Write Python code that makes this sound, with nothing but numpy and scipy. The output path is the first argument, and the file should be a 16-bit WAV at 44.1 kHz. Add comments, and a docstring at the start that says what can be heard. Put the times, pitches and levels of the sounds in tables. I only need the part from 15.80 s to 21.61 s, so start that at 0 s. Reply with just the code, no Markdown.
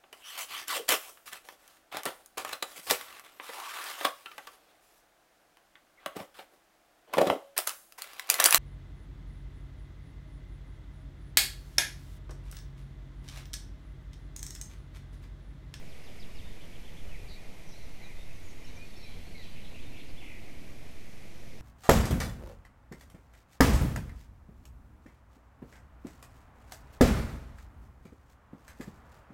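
"""A high nest in a forest, heard by an outdoor camera, with small songbirds singing around it.
Each note is one frequency-modulated tone: a whistle, a sweep or a fast trill. Nearby branches
reflect it, and scattering among the trees returns it as a soft echo. Light wind rumbles as its
eddies press on the microphone, over distant air, a low hum and the camera's steady hiss."""
import sys
import numpy as np
from scipy import signal
from scipy.fft import rfft, irfft
from scipy.io import wavfile

SR = 44100
rng = np.random.default_rng(int(sys.argv[2]) if len(sys.argv) > 2 else 0)


def store_pcm(level_fs):
    """Save levels as 16-bit WAV."""
    pcm = np.round(np.clip(level_fs, -1, 1) * 32767).astype(np.int16)
    wavfile.write(sys.argv[1], SR, np.atleast_2d(pcm).T)


N = 256201
TIME = np.arange(N) / SR
BINS = np.fft.rfftfreq(N, 1 / SR)

# spectra of camera hiss, distant air and wind buffeting: f/Hz, relative spectral level/dB
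HISS_SPECTRUM = [(900, -8), (1400, -9.5), (1700, -7), (2000, 1), (2400, 1.5), (2800, -4), (3300, -6),
                 (4300, -8), (5200, -10), (6200, -10.5), (7500, -14), (11000, -15.5), (14000, -18),
                 (15000, -32)]
AIR_SPECTRUM = [(15, -1.5), (40, -14.5), (70, -4), (110, -8.5), (160, -11), (220, -16), (300, -16.5),
                (450, -18.5), (680, -21.5), (870, -27.5), (1300, -33), (1900, -34), (3300, -93)]
BUFFET_SPECTRUM = [(1, 4), (5, 1), (10, 7), (20, -2), (32, -8), (50, -13), (100, -21), (150, -27.5),
                   (250, -35), (600, -83)]
# faint high sizzle: t/s, level/dB
SIZZLE_LEVELS = [(4.4, -80), (5.1, -75), (5.8, -70)]
# low band of noise: t/s, level/dB, centre f/Hz, width/Hz
HUM_BAND = [(0, -60, 201, 80), (1.1, -62, 177, 80), (2.6, -65, 204, 80), (3.0, -59, 240, 91),
            (3.4, -63, 187, 80), (3.85, -56, 172, 80), (4.12, -56.5, 268, 64.6), (4.45, -57.5, 264, 140),
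            (4.8, -55.5, 256, 98), (5.1, -59.5, 204, 85), (5.81, -60.5, 195, 80)]
# wind between the gusts: t/s, level/dB
BREEZE_LEVELS = [(0, -57), (.4, -43.5), (4.6, -45), (5.1, -47.5), (5.81, -50.5)]
# gusts on the microphone: t/s, half width/s, rise/dB
WIND_GUSTS = [(.64, 0.14, 5.5), (1.34, 0.23, 10), (1.88, 0.051, 2.5), (2.35, 0.11, 5), (2.91, 0.083, 6),
              (3.38, 0.056, 12), (4.07, .07, 10.5), (4.32, 0.056, 6), (4.76, 0.044, 6)]

# In the note tables, echo is the level sent into the trees relative to the note's own.
# falling sweeps that open a song: t/s, level/dB, echo/dB
SWEEP_NOTES = [(.085, -65, -6), (.238, -63, 0), (.394, -59, -5), (.554, -61, -2)]
# chips that rise, break off at the top and fall back: t/s, length/s, level/dB
CHIP_NOTES = [(0.704, 0.026, -67), (0.807, .039, -62), (0.928, 0.034, -61.5), (1.045, 0.042, -60.5),
              (1.166, .034, -61.5), (3.984, .056, -62.5), (4.161, 0.051, -61.5)]
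# quick downward flicks of a farther bird: t/s, length/s, start f/Hz, level/dB
FLICK_NOTES = [(1.9, .031, 6250, -64), (2.016, 0.05, 6200, -72), (2.225, .072, 6900, -72),
               (2.685, .033, 6700, -65), (2.866, 0.028, 6750, -65), (2.953, 0.032, 6500, -64),
               (3.052, .026, 6200, -69), (3.328, .017, 3900, -70), (3.424, 0.015, 3700, -65),
               (3.635, .014, 5950, -65), (3.844, 0.02, 4100, -61)]
# bending slurs: t/s, length/s, start f/Hz, middle f/Hz, end f/Hz, level/dB, level change/dB, echo/dB
SLUR_NOTES = [(1.315, 0.023, 2694, 2500, 2440, -57, -11, -2),
              (1.341, 0.029, 2430, 2070, 1860, -56, -11, -11), (2.212, 0.1, 2150, 2417, 2230, -59, 3, -15),
              (2.966, 0.087, 2315, 2450, 2450, -56, -2, -18),
              (3.547, 0.11, 2240, 2020, 1810, -57.5, -12, -23),
              (3.551, 0.059, 4250, 3990, 3880, -61.5, -3, -4),
              (3.622, 0.043, 3810, 3050, 2220, -59, -5, -8), (4.361, 0.042, 2570, 3440, 3060, -59, 0, -3),
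              (4.4, 0.031, 3036, 2644, 1960, -53.5, 2, 2)]
# held or gliding whistles: t/s, length/s, start f/Hz, end f/Hz, level/dB, echo/dB
WHISTLE_NOTES = [(0.213, 0.086, 2740, 2720, -68, -9), (.536, 0.048, 2830, 2790, -64.5, -8),
                 (0.609, 0.079, 3540, 3670, -68, 0), (0.909, 0.023, 2220, 2630, -62, -13),
                 (1.289, 0.018, 2970, 2860, -60, -8), (1.383, 0.03, 2325, 2630, -64, -6),
                 (1.422, 0.035, 2410, 2330, -66, -3), (1.461, 0.02, 2390, 2230, -62, -17),
                 (1.555, 0.046, 2300, 2500, -62, -12), (1.572, .04, 3310, 3400, -71, -10),
                 (1.924, 0.052, 3840, 4440, -62, 1), (2.183, 0.035, 1975, 2090, -60, 5.5),
                 (2.217, 0.044, 4170, 3640, -60.5, -5), (2.372, 0.067, 3530, 3740, -65, -6),
                 (2.492, .025, 2500, 2610, -61, -6), (2.63, 0.038, 6980, 6620, -66.5, 1),
                 (2.844, .011, 5480, 5420, -59.5, -8), (2.845, 0.02, 3060, 2800, -62, -6),
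                 (2.892, 0.023, 2310, 2120, -60.5, -9), (3.031, 0.072, 4380, 4430, -65, 0),
                 (3.128, 0.027, 3590, 3590, -67, 1), (3.194, 0.053, 4440, 3970, -65, -2),
                 (3.243, 0.072, 4000, 3985, -65, 0.5), (3.164, .022, 5300, 5400, -63, -2),
                 (3.23, 0.018, 5450, 5350, -64, -8), (3.236, 0.019, 2580, 2355, -58.5, -16),
                 (3.254, 0.021, 2350, 2260, -60, 2), (3.35, .05, 4150, 4000, -71, 0),
                 (3.453, 0.043, 4330, 4300, -65.5, -1), (3.639, 0.018, 4040, 3900, -59.5, -3),
                 (3.941, 0.016, 2300, 3070, -58, 0), (3.956, 0.022, 2890, 2170, -60, 3),
                 (4.052, 0.032, 3630, 3634, -63.5, -3)]
# buzzes: t/s, length/s, f/Hz, frequency deviation/Hz, level/dB, level change/dB, echo/dB
BUZZ_NOTES = [(1.483, 0.095, 4284, 424, -58, -8, -11.5), (1.866, 0.048, 5890, 200, -63.5, 0, 0),
              (2.524, .066, 6200, 342, -72, 0, -2), (2.866, .038, 4120, 260, -64, -2, -2),
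              (3.165, 0.099, 4300, 400, -65.5, 4, -3), (3.275, 0.1, 3270, 260, -68, -9, 3),
              (3.563, 0.077, 4320, 400, -62.5, -7, -1), (3.651, 0.034, 3310, 300, -61, 0, -2),
              (3.736, 0.035, 2794, 340, -61, -2, 4), (3.766, 0.036, 2505, 380, -59, -5, -9),
              (3.835, 0.047, 3780, 520, -62, -3, -4), (4.02, 0.019, 4010, 345, -64, 0, -8),
              (4.115, 0.049, 2560, 300, -58.5, 0, 4), (4.193, .048, 3850, 483, -62.5, -2, -5),
              (4.281, .024, 4700, 338, -64, 0, -5), (4.405, 0.054, 2980, 450, -67, -1, 0),
              (4.414, 0.062, 2510, 402, -62, -1, 0), (4.475, 0.113, 2297, 290, -56.5, 1, -4),
              (4.61, 0.113, 2385, 220, -65, 2, -1)]
# modulation rate of a buzz by its pitch: f/Hz, rate/Hz
TRILL_RATES = [(2300, 46), (2500, 90), (4300, 172), (6200, 140)]


def from_db(db):
    """Amplitude ratio: a factor of ten for every 20 dB."""
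    return 10 ** (np.asarray(db) / 20)


def unit(x):
    """Normalisation to rms 1."""
    return x / np.sqrt(np.mean(x ** 2) + 1e-20)


def colour(points):
    """Amplitude spectrum, interpolated in dB over log frequency."""
    hz, db = np.transpose(points)
    return from_db(np.interp(np.log(np.maximum(BINS, 1)), np.log(hz), db))


def noise(gain):
    """Spectral shaping of white noise, at rms 1."""
    return unit(irfft(rfft(rng.standard_normal(N)) * gain, N))


def drift(rate_hz):
    """Low-pass noise: smooth random motion up to about the given rate."""
    return noise(np.exp(-(BINS / rate_hz) ** 2))


def add(mix, s, sound):
    """Superposition of a sound on the mix from time s."""
    part = mix[max(round(s * SR), 0):][:len(sound)]
    part += sound[:len(part)]


def camera_hiss(hiss_db=-57.5, sizzle_hz=5660, sizzle_width_hz=1300):
    """Stationary noise with a broad resonance just above 2 kHz; a faint high sizzle swells late on."""
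    steady = from_db(hiss_db) * noise(colour(HISS_SPECTRUM))
    sizzle = noise(np.exp(-((BINS - sizzle_hz) / sizzle_width_hz) ** 2))
    return steady + from_db(np.interp(TIME, *np.transpose(SIZZLE_LEVELS))) * sizzle


def distant_hum():
    """Band-limited noise: a low rumble whose centre, width and level wander."""
    times, *columns = np.transpose(HUM_BAND)
    db, hz, width = (np.interp(TIME, times, column) for column in columns)
    window = dict(nperseg=4096, noverlap=3072)
    bins, frames, spectra = signal.stft(rng.standard_normal(N), SR, **window)
    centre, spread = np.interp(frames, TIME, hz), np.interp(frames, TIME, width)
    passband = np.exp(-((bins[:, None] - centre) / spread) ** 2) / np.sqrt(spread)
    band = signal.istft(spectra * passband, SR, **window)[1][:N]
    return from_db(db) * unit(band)


def distant_air(air_db=-50.5, sway_db=0.2, flicker_db=1.6, split_hz=400):
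    """Amplitude-modulated noise: distant air sways gently and flickers in its upper register."""
    air = from_db(air_db) * noise(colour(AIR_SPECTRUM)) * from_db(sway_db * drift(5.5))
    low = irfft(rfft(air) / (1 + (BINS / split_hz) ** 4), N)
    return low + (air - low) * from_db(flicker_db * drift(27))


def wind_buffeting():
    """Turbulent pressure: slow eddies push on the microphone, in a breeze with bell-shaped gusts."""
    breeze_db = np.interp(TIME, *np.transpose(BREEZE_LEVELS))
    gust_db = sum(db * np.exp(-((TIME - s) / width) ** 2) for s, width, db in WIND_GUSTS)
    return from_db(breeze_db + gust_db) * noise(colour(BUFFET_SPECTRUM))


def forest_echo(x, t60=0.95, late_t60=1.4, late_db=-13, first_s=0.0078, stir_hz=25):
    """Reverberation: trunks and crowns scatter a quick dense echo and a faint longer one."""
    t = np.arange(SR) / SR
    taps = rng.standard_normal((2, SR)) * (rng.random((2, SR)) < .5) * (t > first_s)
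    taps *= from_db(-60 * t / t60) + from_db(late_db - 60 * t / late_t60)
    one, other = (signal.fftconvolve(x, path / np.linalg.norm(path))[:N] for path in taps)
    stir = 2 * drift(stir_hz)  # shifting between two paths blurs held notes
    return one * np.cos(stir) + other * np.sin(stir)


def branch_reflections(x, count=5, reflection=0.22, leaves_db=-13, leaves_t60=.16):
    """Interference: early reflections near the nest break up each sweep; leaves add a short smear."""
    t = np.arange(SR // 5) / SR
    leaves = rng.standard_normal(len(t)) * from_db(-60 * t / leaves_t60)
    taps = from_db(leaves_db) * leaves / np.linalg.norm(leaves)
    delay_s = rng.uniform(.001, .016, count)
    taps[(delay_s * SR).astype(int)] = reflection * rng.choice([-1, 1], count)
    taps[0] = 1  # direct path
    return signal.fftconvolve(x, taps / np.linalg.norm(taps))[:N]


def syllable(s, length, contour, db, echo_db, change_db=0, dip_db=0, swing_hz=0):
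    """Parameters of one modulated tone; the contour is its start, middle and end f/Hz."""
    return s, length, contour, db, echo_db, change_db, dip_db, swing_hz


def far_twitter(from_s=2.8, to_s=4.3, per_s=32, low_hz=2550, high_hz=4700):
    """Distant song, more reverberant than direct: faint falling notes, random in time and pitch."""
    for k, (when, height, slope) in enumerate(rng.random(size=(60, 3))):
        s = from_s + (k + when) / per_s
        hz = low_hz * (high_hz / low_hz) ** height
        fall = 0.105 * slope
        if s < to_s:
            yield syllable(s, 0.0311, (hz * (1 + fall), hz, hz * (1 - fall)), db=-72.5, echo_db=2.5)


def song(flick_drop_hz=1410, flick_bow_hz=114, whistle_arch=0.0078, buzz_sag=.025, buzz_bow=.02):
    """The frequency contour sets each kind of syllable apart; yields every note of the birds."""
    for s, db, echo_db in SWEEP_NOTES:
        yield syllable(s, .054, np.linspace(5440, 2755, 3), db, echo_db, dip_db=-8)
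    for s, length, db in CHIP_NOTES:
        yield syllable(s, length, (2730, 3655, 2730), db, echo_db=-5, dip_db=-22)
    for s, length, hz, db in FLICK_NOTES:
        contour = (hz, hz - flick_drop_hz / 2 + flick_bow_hz, hz - flick_drop_hz)
        yield syllable(s, length, contour, db, echo_db=-8)
    for s, length, start, middle, end, db, change_db, echo_db in SLUR_NOTES:
        yield syllable(s, length, (start, middle, end), db, echo_db, change_db)
    for s, length, start, end, db, echo_db in WHISTLE_NOTES:
        middle = (start + end) / 2 * (1 + whistle_arch)
        yield syllable(s, length, (start, middle, end), db, echo_db)
    for s, length, hz, swing_hz, db, change_db, echo_db in BUZZ_NOTES:
        contour = (hz * (1 + buzz_sag), hz * (1 - buzz_bow), hz * (1 - buzz_sag))
        yield syllable(s, length, contour, db, echo_db, change_db, swing_hz=swing_hz)
    yield from far_twitter()


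def songbirds(waver=0.0067, flutter_db=2.2, trill_jitter=0.09, throb=0.81, swell_db=4, edge_s=.003):
    """Frequency and amplitude modulation of one tone a note; returns direct and tree-bound sound."""
    direct, scattered = np.zeros(N), np.zeros(N)
    pitch_drift = 1 + waver * drift(120)
    flutter = flutter_db * drift(120)
    trill_clock = np.cumsum(1 + trill_jitter * drift(100.7)) / SR
    for s, length, contour, db, echo_db, change_db, dip_db, swing_hz in song():
        span = slice(round((s - edge_s) * SR), round((s + length + edge_s) * SR))
        progress = (TIME[span] - s) / length
        parabola = np.polyfit([0, .5, 1], contour, 2)
        hz = np.polyval(parabola, progress) * pitch_drift[span]
        edges = signal.windows.tukey(len(hz), min(4 * edge_s / length, 1))
        mid_note = np.exp(-((progress - .5) / .14) ** 2)
        # the low end of a sweep carries better than its top
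        envelope = edges / hz * from_db(change_db * progress + dip_db * mid_note)
        # turbulent air makes far, echoing notes flutter; near ones stay smooth
        echo = from_db(echo_db)
        envelope *= from_db(flutter[span] * min(2 * echo, 1))
        if swing_hz:
            # a buzz pulses on each downward swing of pitch and swells in mid note
            trill_hz = np.interp(contour[1], *np.transpose(TRILL_RATES))
            trill_phase = 2 * np.pi * trill_hz * trill_clock[span]
            hz = hz + swing_hz * np.cos(trill_phase)
            envelope *= 1 + throb * np.sin(trill_phase)
            envelope *= from_db(swell_db * np.sin(np.pi * progress))
        note = from_db(db) * unit(envelope * np.sin(2 * np.pi * np.cumsum(hz) / SR))
        # the farther the singer, the more of its note arrives by way of the trees
        add(direct, s - edge_s, note / np.hypot(1, echo * .5))
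        add(scattered, s - edge_s, note * echo)
    return direct, scattered


def scene():
    """Superposition at one microphone: birds and their echo over air, wind, hum and hiss."""
    direct, scattered = songbirds()
    birds = branch_reflections(direct) + forest_echo(scattered)
    return (birds + distant_air() + wind_buffeting() + distant_hum() + camera_hiss())[None]


def record(dry):
    """Band limiting: the camera's input rests slightly off zero and passes a low-pass filter."""
    dc_offset, cutoff_hz = .0172, 14900
    low_pass = signal.firwin(601, cutoff_hz, window=("kaiser", 8), fs=SR)
    return signal.oaconvolve(dry + dc_offset, low_pass[None], "same")


dry = scene()
out = record(dry)
store_pcm(out)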